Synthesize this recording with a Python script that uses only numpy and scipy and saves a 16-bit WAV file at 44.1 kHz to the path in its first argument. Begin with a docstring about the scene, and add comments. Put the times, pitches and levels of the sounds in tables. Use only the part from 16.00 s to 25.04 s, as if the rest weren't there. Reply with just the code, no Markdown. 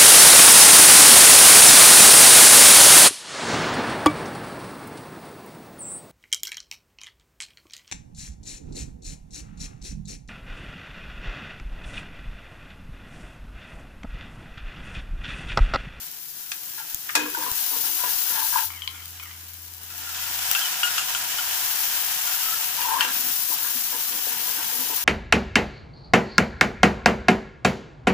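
"""Hot oil sizzles as spice paste fries in a pan on an electric hob in a small kitchen: filtered random clicks.
A slotted steel spoon knocks and scrapes round the pan: decaying modes and stick-slip resonances.
A second spoon clinks wet paste out of a steel bowl, likewise, and the sizzle swells again. Oil spits are
noise snaps, squeaks are gliding tones, and a steady sine hums for a while, probably from the hob.
The left microphone port faces the pan."""
import sys
import numpy as np
from scipy import signal
from scipy.fft import rfft, irfft
from scipy.io import wavfile

SR = 44100
rng = np.random.default_rng(int(sys.argv[2]) if len(sys.argv) > 2 else 0)


def materialize(psi):
    """Save the field psi as 16-bit PCM at rate SR to the path in sys.argv[1].

    A 1-D psi becomes a single channel; in a 2-D psi each row is a channel.
    """
    bounded = np.clip(np.atleast_2d(psi).T, -1, 1)
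    quanta = np.round(bounded * 32767).astype(np.int16)
    wavfile.write(sys.argv[1], SR, quanta)


N = 398663

# Levels in dB are relative: spectra, rooms and ports shape them further.
# Sizzle of the oil over time. Each row: time in seconds, level in dB.
OIL_LEVEL = [(0.01, -41), (0.69, -39), (1.23, -40), (1.57, -31), (2.6, -30), (2.655, -32.5), (2.69, -40),
             (2.81, -46.5), (3.8, -45.5), (4.2, -38), (4.47, -34), (5.27, -36.5), (5.79, -30.5),
             (5.89, -32), (6.35, -31.5), (7.09, -35), (7.17, -31), (8.77, -33.0), (9.01, -31.5)]
# Boiling of the wet paste over time. Each row: time in seconds, level in dB.
PASTE_LEVEL = [(0.01, -47), (0.23, -54.5), (0.93, -47), (0.99, -50.5), (1.39, -41), (1.95, -41.5),
               (2.63, -41.5), (2.67, -51), (3.17, -51.5), (3.75, -54), (4.07, -42), (4.51, -34.5),
               (6.39, -35.5), (7.27, -37), (7.37, -40.5), (9.01, -37.5)]
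# Spectrum of bursts in oil. Each row: frequency in Hz, filter gain in dB.
OIL_SPECTRUM = [(1500, -28), (4000, -9.5), (6300, -6), (8000, -9.5), (9200, -8.5), (10000, -4), (12000, -3),
                (14000, 1), (15000, 4.5), (15700, -2)]
# Spectrum of bursts in paste. Each row: frequency in Hz, filter gain in dB.
PASTE_SPECTRUM = [(300, -27), (520, -14), (720, -1.5), (1000, 0.5), (1200, -3.5), (1500, 0.5), (2100, -2),
                  (3000, 2.5), (4200, -4.5), (5500, -1), (9000, -5.5), (15000, -7.5)]
# Spectrum of the low simmer. Each row: frequency in Hz, filter gain in dB.
SIMMER_SPECTRUM = [(25, -2.5), (60, -0.5), (110, 1), (160, 6.5), (200, 4.5), (245, -4.5), (300, 5),
                   (400, -4), (480, 1.5), (600, -17), (1500, -19.5)]
# Where in the pan the paste boils. Each row: time in seconds, left minus right in dB.
PASTE_BALANCE = [(1.2, -7.5), (2.2, 1.5), (3.2, -7), (4.2, -4), (9.04, -3.5)]
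OIL_DB, CRACKLE_DB, PASTE_DB = 7.5, -9, 7
# the low simmer at full boil, and the share of the boil's swing in dB that it follows
SIMMER_DB, SIMMER_FOLLOWS = -56, 0.27

# The pan spoon lands softly, then drags. Each row: start in seconds, length in seconds, landing level in dB,
# scrape level in dB, edge level relative to the scrape in dB, rub of the pan's base in dB.
PAN_STROKES = [(0.777, 0.017, -63, -40.5, 1, -72), (1.154, 0.11, -54, -37, 4, -40),
               (1.375, 0.061, -33, -32, -5, -45.5), (1.461, 0.026, -48, -37.5, -4, -44),
               (1.713, 0.054, -39, -37, -17.5, -45), (1.83, 0.05, -56, -45, 3, -55),
               (1.978, 0.065, -64, -43, 7, -65), (2.036, 0.045, -31, -39, -1, -50),
               (2.299, 0.022, -39, -39.5, 1, -49), (2.337, 0.067, -58, -31, 0, -69),
               (2.516, 0.082, -54, -30, -1, -80), (6.75, 0.25, -64, -31.5, -11, -55),
               (6.874, 0.078, -42, -28, -9, -56), (6.97, 0.044, -37, -41, 9, -61),
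               (7.045, 0.083, -33, -44.5, 11, -53), (7.5, 0.035, -35.5, -41, -6.5, -49),
               (7.604, 0.065, -41, -39, 2.5, -56), (7.92, 0.028, -41, -39, -3, -44),
               (8.107, 0.079, -40, -59, -29, -52.5), (8.269, 0.14, -32.5, -42.5, -1, -48),
               (8.42, 0.22, -42, -42, -6, -55.5), (8.725, 0.11, -40, -47, -17, -47),
               (8.899, 0.026, -37, -39, -15, -46.5)]
# Resonances under the spoon's back. Each row: frequency in Hz, width in Hz, level in dB.
BACK_RESONANCES = [(506, 17, -21.5), (891, 87, 3.5), (964, 110, 4.5), (1115, 125, -6)]
# Resonances under the spoon's edge. Each row: frequency in Hz, width in Hz, level in dB.
EDGE_RESONANCES = [(1370, 34, -1.5), (1610, 96, -0.5), (3060, 1200, -12.5)]
# Resonances of the rubbed pan base. Each row: frequency in Hz, width in Hz, level in dB.
BASE_RESONANCES = [(242, 14, -3.5), (304.4, 6.6, 2), (430, 14, -4), (493, 31, 1)]
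# Modes of the pan. Each row: frequency in Hz, level in dB, free 60 dB decay time in seconds.
PAN_MODES = [(302, 0, .55), (378, -9, .8), (457, -12, .4), (510, -14, .25), (630, -9, .15), (768, -15, .4),
             (888, -9, .3), (957, -6, .25), (1120, -8, .15), (1240, -9, .15), (1470, -6, .18),
             (1614, -11, .3), (1644, -8, .3), (1674, -10, .8), (1720, -7, .35), (2089, -9, .22),
             (2466, -8, .35), (2516, -5, .5), (2541, -4, .65), (2640, 3, .06), (3488, -13, .3),
             (4657, -12, .45), (5421, -5, .11), (5755, -12, .3), (6406, -10, .21), (7063, -12, .3),
             (8533, -13, .3)]
# Knocks, rung through the pan's modes; the first, at 0.518 s, is a spoon tapped into the bowl. Each row: time
# in seconds, level in dB, # contact band low in Hz, contact band high in Hz, share of the free ring time, crack
# level in dB.
KNOCKS = [(0.518, -18.5, 1380, 7500, 0.023, -2.5), (1.092, -16, 1210, 2550, 0.025, 3),
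          (1.153, -22, 524, 16000, 0.81, 12.5), (2.556, -12.5, 875, 1070, 0.34, 9),
          (2.58, -27, 880, 1700, 0.13, -9), (8.573, -38, 250, 1510, 0.17, 8.5)]
# Modes of the slotted spoon. Each row: frequency in Hz, level in dB, free 60 dB decay time in seconds.
SLOTTED_SPOON_MODES = [(905, -17, .3), (1500, 5, .018), (1645, -13, .25), (1800, -13, .15),
                       (2020, -15, .12), (2370, -14, .15), (2758, -9, .3), (2980, 10, .016),
                       (3150, -5, .05), (4600, -3, .028), (5810, -15, .04), (6900, -13, .03),
                       (11500, -13, .05)]
# Its edge glances off the wall and rings by itself. Each row: time in seconds, level in dB,
# tilt in dB per octave, share of the free ring time.
EDGE_CLANKS = [(1.151, -24, -13, 0.19), (6.816, -23.5, 0, 0.57), (7.008, -13.5, 1.5, 0.75),
               (7.048, -23, -4, 0.85)]
# a stroke builds up over a share of its length, holds, and dies away as the spoon lifts
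STROKE_RISE_SHARE, STROKE_RELEASE_DB_PER_S = 0.3, 253
# a soft landing: contact band (Hz), share of the free ring time, crack (relative dB)
LANDING_LOW_HZ, LANDING_HIGH_HZ, LANDING_RING, LANDING_CRACK_DB = 315, 895, 0.086, 11
# The pan spoon bumps while pressed down, leaving one short note.
# Each row: time in seconds, frequency in Hz, level in dB, 60 dB decay time in seconds.
PRESSED_BUMPS = [(1.347, 1493, -12, 0.027), (1.346, 950, -20, 0.034), (1.368, 930, -23, 0.067),
                 (2.035, 990, -14, 0.037), (2.038, 1480, -20.5, 0.038), (2.266, 1550, -23, 0.028),
                 (2.374, 1600, -20, .04), (2.419, 990, -18.5, .05), (7.752, 244, -36, 0.13),
                 (8.585, 1530, -28.5, 0.1), (8.789, 254, -31.5, 0.1)]
BUMP_RISE_S, BUMP_ROUGH_DB = 0.0041, 3

# Modes of the bowl, emptied. Each row: frequency in Hz, level in dB, free 60 dB decay time in seconds.
EMPTY_BOWL_MODES = [(1330, -5, .07), (1420, -7, .4), (1600, -10, .12), (2700, -3, .06), (2890, -2, .06),
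                    (3020, -5, .08), (3200, -4, .12), (4690, -14, .12), (5560, -15, .1), (6250, -17, .2),
                    (7084, -20, 1.3), (8059, -21, .9)]
# Modes of the bowl, holding paste. Each row: frequency in Hz, level in dB, free 60 dB decay time in seconds.
FULL_BOWL_MODES = [(1070, -7.5, 0.067), (1350, -1, 0.028), (2130, 1, 0.036), (2370, 0.5, 0.034),
                   (3030, -3, 0.095), (3260, -3, 0.096), (4100, -4, 0.038), (4570, -8, 0.042),
                   (5100, -15, 0.055)]
# Spoon against bowl; where it lands and how the bowl is gripped leave one note ringing on.
# Each row: time in seconds, level in dB, tilt in dB per octave (harder contact is brighter),
# share of the free ring time, note frequency in Hz, note level in dB.
BOWL_CLINKS = [(2.703, -29, -11.5, 0.32, 1080, -44), (2.736, -41, -10, 0.27, 2360, -41),
               (2.82, -28.5, -3, 0.27, 3170, -30), (2.835, -44, -3, 0.4, 2980, -35),
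               (2.876, -18.5, 5.5, 0.24, 1063, -30), (3.02, -40, -2, 0.55, 3180, -43),
               (3.198, -28.5, -7, 0.15, 2430, -36), (3.312, -39, 0, 0.36, 2420, -47),
               (4.513, -16.5, 5, 0.073, 1330, -24), (4.550, -9, -3, 0.12, 2705, -17.5),
               (4.617, -33, -2, 0.6, 3170, -22), (4.832, -12.5, -2.5, 0.34, 2860, -13.5),
               (4.981, -16, 1.5, 0.28, 2780, -20), (5.148, -15.5, 2, 0.17, 3245, -27),
               (5.386, -20.5, 0, 0.18, 3010, -28), (6.271, -27.5, 9, 0.32, 1410, -27)]
# The small spoon wipes round the bowl. Each row: start in seconds, length in seconds, level in dB.
BOWL_WIPES = [(2.668, 0.12, -48), (2.8, 0.22, -49), (3.162, 0.16, -46), (3.882, 0.048, -46),
              (3.968, 0.38, -39), (4.56, 0.11, -34.5), (4.84, 0.16, -31), (6.27, 0.15, -37.5)]
# Resonances of the scraped, emptied bowl. Each row: frequency in Hz, width in Hz, level in dB.
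BOWL_RESONANCES = [(1337, 235, 5.5), (1404, 260, 8), (2050, 71, -1.5), (2634, 67, 2), (3540, 670, -4),
                   (5400, 820, -3), (6430, 190, -7.5), (7200, 140, 0.5), (7970, 160, -4)]
EMPTIED_S = 3.7  # when the bowl is tipped out
BOWL_NOTE_T60_S = 0.091
# in the emptied bowl the spoon bounces after a clink: range of time between touches (s), loss per touch (dB)
BOUNCE_MIN_S, BOUNCE_MAX_S, BOUNCE_LOSS_DB = 0.00324, 0.0114, 12.5
# steel still touching the ringing metal makes each mode flutter
FLUTTER_DB, FLUTTER_PER_S = 2.8, 110

# A spoon's edge catches on the steel and squeaks or groans, gliding as the contact slides.
# Each row: start in seconds, length in seconds, first frequency in Hz, last frequency in Hz, level in dB.
EDGE_SQUEAKS = [(1.161, 0.089, 311, 306, -41), (1.298, 0.043, 370, 379, -44.5),
                (1.841, 0.12, 312, 305, -51), (2.725, 0.049, 2420, 2090, -47.5),
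                (2.768, 0.017, 3080, 3130, -45), (2.823, 0.019, 3220, 3080, -50),
                (3.21, 0.018, 2340, 2190, -46), (3.268, 0.022, 3200, 3150, -55),
                (4.026, 0.1, 1430, 1317, -44.5), (4.555, 0.032, 1516, 1636, -31),
                (4.63, 0.024, 3140, 2990, -32), (4.863, 0.013, 1416, 1466, -29),
                (6.416, 0.078, 1300, 1298, -37.5), (6.514, 0.027, 1280, 1360, -36),
                (6.526, 0.019, 1740, 1660, -38), (6.816, 0.013, 2795, 2760, -32),
                (6.845, 0.01, 915, 977, -29), (6.9, 0.047, 1080, 963, -29), (6.941, .027, 900, 1064, -24),
                (6.976, 0.02, 1165, 1420, -35)]
SQUEAK_RISE_SHARE, SQUEAK_RELEASE_DB_PER_S = 0.48, 700
SQUEAK_WAVER, SQUEAK_ROUGH_DB = 0.015, 3.5  # waver as a share of the frequency
# Oil spits. Each row: time in seconds, snap level in dB, level of the puff of air in dB.
OIL_SPITS = [(0.285, -22, -65), (0.946, -4.5, -25), (1.516, -6, -22), (3.057, -15.5, -70), (3.98, -17, -70),
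             (4.514, 3, -75), (8.605, -21.5, -72)]
# The spoon pushes the thickened paste about. Each row: start in seconds, length in seconds, level in dB.
PASTE_SLOSHES = [(6.9, .42, -53), (7.7, .8, -59), (8.553, 0.42, -57)]
# Resonances of the sloshing paste. Each row: frequency in Hz, width in Hz, level in dB.
SLOSH_RESONANCES = [(162, 50, -5), (245, 65, 2.5)]

# A low hum, probably from the hob; each spell sags towards its end.
# Each row: start in seconds, length in seconds, level in dB.
HOB_HUM = [(2.638, 1.88, -49.5), (4.848, 1.12, -61)]
HUM_HZ, HUM_RISE_S, HUM_SAG_DB, HUM_RELEASE_DB_PER_S = 85.5, 0.027, 6, 300
KITCHEN_T60_S, KITCHEN_DB = 0.17, -10
# Balance of the microphone ports. Each row: frequency in Hz, left minus right in dB.
PORT_BALANCE = [(100, 0.5), (350, -1), (500, 3.5), (680, 15), (950, 14.5), (1350, 6), (1700, 1),
                (2800, 9.5), (4500, 4), (6300, 1), (7600, -5.5), (9000, 2.5), (10500, 7.5), (12500, 13.5),
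                (15000, 19)]
LOWPASS_EDGE_HZ = 15400


def frying():
    """Bubble bursts: tiny in the oil, bigger in wet paste; a quiet pan lets single crackles stand out."""
    oil, paste = gains(OIL_LEVEL), gains(PASTE_LEVEL)
    heat = oil / oil.max()
    simmer = (paste / paste.max()) ** SIMMER_FOLLOWS
    # hotter oil bursts more often; the division offsets part of the loudness this adds
    fizz = colour(grains(4000 + 18000 * heat, spread_db=2.0, width_s=.0002), OIL_SPECTRUM)
    fizz = rms_one(fizz / np.sqrt(0.46 + 0.34 * heat))
    boil = rms_one(colour(grains(14000, spread_db=2.5, width_s=.00018), PASTE_SPECTRUM))
    # bubbles burst in small clusters, so both layers flutter
    fizz = fizz * from_db(1.3 * drift(220) + .9 * drift(30) + .5 * drift(8))
    boil = boil * from_db(1.0 * drift(160) + .6 * drift(30))
    crackle = rms_one(colour(grains(320, spread_db=5.5, width_s=0.00096), OIL_SPECTRUM))
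    crackle = crackle / np.sqrt(heat + 0.054)
    blubs = rms_one(colour(grains(2500, spread_db=4.0, width_s=0.00017), SIMMER_SPECTRUM))
    leftward = gains(PASTE_BALANCE) ** np.array([[.5], [-.5]])  # half the difference to each side
    out = oil * (from_db(OIL_DB) * fizz + from_db(CRACKLE_DB) * crackle)
    out += from_db(PASTE_DB) * paste * boil * leftward
    return out + from_db(SIMMER_DB) * simmer * blubs


def pan_spoon():
    """Friction and impact: the slotted spoon lands, drags its back and edge over the base, and knocks; one
    knock is a spoon tapped into the bowl."""
    starts, lengths, landing_db, scrape_db, edge_db, base_db = np.transpose(PAN_STROKES)
    back = rub(BACK_RESONANCES, per_s=900, judder_db=2.6, wander=.04)
    edge = rub(EDGE_RESONANCES, per_s=700, judder_db=2.4)
    base = rub(BASE_RESONANCES, per_s=700, judder_db=2.0)
    scrape = strokes(starts, lengths, scrape_db) * back
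    scrape += strokes(starts, lengths, scrape_db + edge_db) * edge
    out = from_db(-2.0) * scrape + strokes(starts, lengths, base_db) * base
    for s, db in zip(starts, landing_db):
        landing = knock(LANDING_LOW_HZ, LANDING_HIGH_HZ, LANDING_RING, LANDING_CRACK_DB)
        add(out, s, from_db(db) * landing)
    for s, db, low_hz, high_hz, ring, crack_db in KNOCKS:
        add(out, s, from_db(db) * knock(low_hz, high_hz, ring, crack_db))
    for s, db, tilt_db, ring in EDGE_CLANKS:
        clank = strike(SLOTTED_SPOON_MODES, ring, crack_db=4, crack_t60=.011, wash_db=4, tilt_db=tilt_db)
        add(out, s, from_db(db) * without_bass(clank))
    return out


def knock(low_hz, high_hz, ring, crack_db):
    """Modal excitation: where a blow lands picks the pan's modes, and pressing the spoon down damps them."""
    band_hz = np.clip([low_hz, max(high_hz, 1.1 * low_hz)], 20, .45 * SR)
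    contact = signal.butter(2, band_hz, "band", fs=SR, output="sos")
    blow = strike(PAN_MODES, ring, crack_db + 8.5, crack_t60=0.051 + 0.008 * ring, wash_db=15.0 - 6.0 * ring)
    return signal.sosfilt(contact, blow)


def bumps():
    """Heavy damping: under the pressed spoon the pan gives dull, brief notes."""
    out, t = np.zeros((2, N)), np.arange(SR // 4) / SR
    for s, hz, db, t60 in PRESSED_BUMPS:
        rough_db = BUMP_ROUGH_DB * drift(400)[:len(t)]
        envelope = np.minimum(t / BUMP_RISE_S, 1) * from_db(db - 60 * t / t60 + rough_db)
        add(out, s, tone(hz, envelope))
    return out


def bowl_spoon():
    """Mass loading: paste alters the modes of the wiped and clinked hand-held bowl until it is tipped out."""
    full = np.arange(N) < EMPTIED_S * SR
    wet_resonances = [(hz, 90, db) for hz, db, t60 in FULL_BOWL_MODES[:6]]
    stirring = rub(wet_resonances, per_s=330, judder_db=2.0, wander=0.077)
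    scraping = rub(BOWL_RESONANCES, per_s=1400, judder_db=3.5, wander=0.035)
    out = strokes(*np.transpose(BOWL_WIPES)) * np.where(full, stirring, scraping)
    t = np.arange(SR // 3) / SR
    for s, db, tilt_db, ring, note_hz, note_db in BOWL_CLINKS:
        modes = FULL_BOWL_MODES if s < EMPTIED_S else EMPTY_BOWL_MODES
        clink = strike(modes, ring, crack_db=1.0, crack_t60=0.007, wash_db=-34, tilt_db=tilt_db)
        add(out, s, from_db(db) * clink)
        if s > EMPTIED_S:
            add(out, s, bounces(db))
        add(out, s, tone(note_hz, from_db(note_db - 60 * t / BOWL_NOTE_T60_S)))
    return without_bass(out)


def bounces(db):
    """Inelastic rebound: a short rattle of ever weaker touches on the bowl, at uneven intervals."""
    out = np.zeros((2, SR // 2))
    delays = np.cumsum(rng.uniform(BOUNCE_MIN_S, BOUNCE_MAX_S, size=4))
    for k, delay in enumerate(delays, 1):
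        touch = strike(EMPTY_BOWL_MODES, ring=.08, crack_db=2, crack_t60=.008, wash_db=10)
        at = round(delay * SR)
        out[:, at:at + touch.shape[1]] += from_db(db - BOUNCE_LOSS_DB * k) * touch
    return out


def squeaks():
    """Mode locking: stick and slip settle on one resonance for a moment, a rough, wavering glide."""
    out = np.zeros((2, N))
    for s, length, first_hz, last_hz, db in EDGE_SQUEAKS:
        pressure = gesture(length, SQUEAK_RISE_SHARE * length, SQUEAK_RELEASE_DB_PER_S)
        size = len(pressure)
        glide_hz = np.interp(np.arange(size) / SR, [0, length], [first_hz, last_hz])
        hz = glide_hz * (1 + SQUEAK_WAVER * drift(250)[:size])
        roughness = from_db(db + SQUEAK_ROUGH_DB * drift(200)[:size])
        add(out, s, tone(hz, np.sqrt(2) * pressure * roughness))
    return out


def spits():
    """Explosive boiling: a water drop bursts in the oil with a sharp snap and a puff of air, often very faint."""
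    snaps, puffs, t = np.zeros((2, N)), np.zeros((2, N)), np.arange(SR // 20) / SR
    for s, db, puff_db in OIL_SPITS:
        add(snaps, s, from_db(db - 60 * t / .005) * rng.standard_normal((2, len(t))))
        puff = from_db(puff_db - 60 * t / 0.014) * np.sin(2 * np.pi * 55 * t)
        add(puffs, s, puff * np.ones((2, 1)))
    return without_bass(colour(snaps, OIL_SPECTRUM)) + puffs


def sloshing():
    """Viscous flow: thick paste gurgles softly round the moving spoon, as irregularly driven low resonances."""
    gurgle = rub(SLOSH_RESONANCES, per_s=300, judder_db=5.0, wander=0.088)
    return strokes(*np.transpose(PASTE_SLOSHES)) * gurgle


def hob():
    """Steady oscillation: a low, nearly pure hum that comes in spells."""
    level = np.zeros((1, N))
    for s, length, db in HOB_HUM:
        spell = gesture(length, HUM_RISE_S, HUM_RELEASE_DB_PER_S, HUM_SAG_DB)
        add(level, s, from_db(db) * spell[None])
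    return level * np.sqrt(2) * np.sin(2 * np.pi * HUM_HZ * np.arange(N) / SR)


def kitchen(x):
    """Reverberation: dense, decaying reflections off tiles and worktop, different at each port."""
    t = np.arange(SR // 2) / SR
    tail = rng.standard_normal((2, len(t))) * from_db(-60 * t / KITCHEN_T60_S) * (t > .003)
    tail = signal.sosfilt(signal.butter(1, [250, 9000], "band", fs=SR, output="sos"), tail)
    return signal.oaconvolve(x, rms_one(tail) / np.sqrt(len(t)), axes=1)[:, :N]


def grains(per_s, spread_db, width_s):
    """Shot noise: uneven random clicks, each from its own spot and so with its own lag at the right port."""
    born = rng.random(N) < per_s / SR
    sizes = from_db(spread_db * np.minimum(rng.exponential(1, N), 5))
    clicks = born * rng.choice([-1, 1], N) * sizes
    lag = np.round((rng.standard_normal(N) + .5) * width_s * SR).astype(int)
    right = np.bincount((np.arange(N) + lag) % N, clicks, N)
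    return rms_one(np.array([clicks, right]))


def rub(modes, per_s, judder_db, wander=.03):
    """Stick-slip friction: uneven bursts drive resonances that shift as the contact moves; rms 1."""
    slips = grains(per_s, spread_db=2.5, width_s=0.000095) * from_db(judder_db * drift(70))
    out = 0
    for k, (hz, width, db) in enumerate(modes):
        r = np.exp(-np.pi * width / SR)  # pole radius sets the bandwidth
        poles = [1, -2 * r * np.cos(2 * np.pi * hz / SR), r * r]
        out = out + (-1) ** k * from_db(db) * signal.lfilter([1 - r, 0, r - 1], poles, slips)
    # reading at an uneven speed bends the resonances
    reading = np.cumsum(1 + wander * drift(18)) % N
    return rms_one(np.array([np.interp(reading, np.arange(N), side) for side in out]))


def strike(modes, ring, crack_db, crack_t60, wash_db, tilt_db=0):
    """Modal decay: a short crack, the clear modes, and a wash of weak modes too dense to tell apart."""
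    t = np.arange(int(np.clip(.6 * ring, .1, .7) * SR)) / SR
    crack, wash = rng.standard_normal((2, 2, SR))[..., :len(t)] * .5
    crack = signal.sosfilt(signal.butter(1, 11000, fs=SR, output="sos"), crack)
    wash_band = [modes[0][0], modes[0][0] + 2200]
    wash = signal.sosfilt(signal.butter(1, wash_band, "band", fs=SR, output="sos"), wash)
    out = from_db(crack_db - 60 * t / crack_t60) * crack
    out += from_db(wash_db - 60 * t / (0.33 * ring)) * wash
    for hz, db, t60 in modes:
        # each port hears a mode a little differently
        phase = rng.uniform(0, 2 * np.pi) + rng.normal(0, 1.0, (2, 1))
        size = from_db(db + tilt_db * np.log2(hz / 2500) + rng.normal(0, 1, (2, 1)))
        swell = 1 - np.exp(-t * hz)  # low modes take longer to build up
        flutter_db = np.interp(t * FLUTTER_PER_S, np.arange(100), rng.normal(0, FLUTTER_DB, 100))
        decay = from_db(flutter_db - 60 * t / (t60 * ring))
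        out += size * swell * decay * np.sin(2 * np.pi * hz * t + phase)
    return out


def tone(hz, envelope):
    """Phase accumulation: a steady or gliding note, at a phase of its own at each port."""
    phase = rng.uniform(0, 2 * np.pi) + rng.normal(0, 1.0, (2, 1))
    cycles = np.cumsum(hz * np.ones(len(envelope))) / SR
    return envelope * np.sin(2 * np.pi * cycles + phase)


def gesture(length, rise_s, release_db_per_s, sag_db=0):
    """Envelope that rises, holds (perhaps sagging) until its length is over, then decays exponentially."""
    t = np.arange(int(length * SR) + SR // 4) / SR
    fall_db = sag_db * (t / length) ** 2 + release_db_per_s * np.maximum(t - length, 0)
    return np.minimum(t / rise_s, 1) * from_db(-fall_db)


def strokes(starts, lengths, levels_db):
    """Contact pressure of a spoon over a run of strokes, as a gain per sample."""
    out = np.zeros((1, N))
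    for s, length, db in zip(starts, lengths, levels_db):
        press = gesture(length, STROKE_RISE_SHARE * length, STROKE_RELEASE_DB_PER_S)
        add(out, s, from_db(db) * press[None])
    return out


def without_bass(x):
    """Radiation efficiency: sources as small as spoons and bowl radiate no low notes."""
    return signal.sosfilt(signal.butter(2, 800, "high", fs=SR, output="sos"), x)


def colour(x, points):
    """Causal (minimum-phase) filter through (Hz, dB) points, by way of the cepstrum."""
    size = 4096
    hz, db = np.transpose(points)
    bins_hz = np.arange(size // 2 + 1) * SR / size
    log_gain = np.log(from_db(np.interp(np.log(bins_hz + 1), np.log(hz), db)))
    cepstrum = irfft(log_gain)[:size // 2]
    cepstrum[1:] *= 2
    response = irfft(np.exp(rfft(cepstrum, size)))[None, :size // 2]
    return signal.oaconvolve(x, response, axes=1)[:, :N]


def drift(rate):
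    """Random fluctuation with spread near 1: straight lines between rate knots per second."""
    knots = rng.standard_normal(4000)
    return np.interp(np.arange(N) / SR * rate, np.arange(len(knots)), knots)


def gains(rows):
    """The dB column of a (s, dB) curve as a gain per sample."""
    s, db = np.transpose(rows)
    return from_db(np.interp(np.arange(N) / SR, s, db))


def from_db(db):
    """Decibels to amplitude gain."""
    return 10 ** (np.asarray(db) / 20)


def rms_one(x):
    """Scale to rms 1."""
    return x / np.sqrt(np.mean(x ** 2) + 1e-20)


def add(out, s, sound):
    """Superposition: mix a short sound in at time s."""
    at = round(s * SR)
    out[:, at:at + sound.shape[1]] += sound[:, :N - at]


def scene():
    """Superposition of pan, spoons and bowl with their reverberation, and the hum."""
    near = frying() + pan_spoon() + bumps() + bowl_spoon() + squeaks() + spits() + sloshing()
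    return near + from_db(KITCHEN_DB) * kitchen(near) + hob()


def record(dry):
    """Directivity and limits: the ports share each band unevenly; peaks are rounded and the top is cut."""
    ports = []
    for k, sign in enumerate((-1, 1)):
        # the power gains of the two ports add up to 2
        balance = [(hz, 10 * np.log10(2 / (1 + 10 ** (sign * db / 10)))) for hz, db in PORT_BALANCE]
        ports.append(colour(dry[[k]], balance))
    rounded = np.tanh(np.vstack(ports))
    return signal.sosfilt(signal.ellip(10, .3, 80, LOWPASS_EDGE_HZ, fs=SR, output="sos"), rounded)


dry = scene()
out = record(dry)
materialize(out)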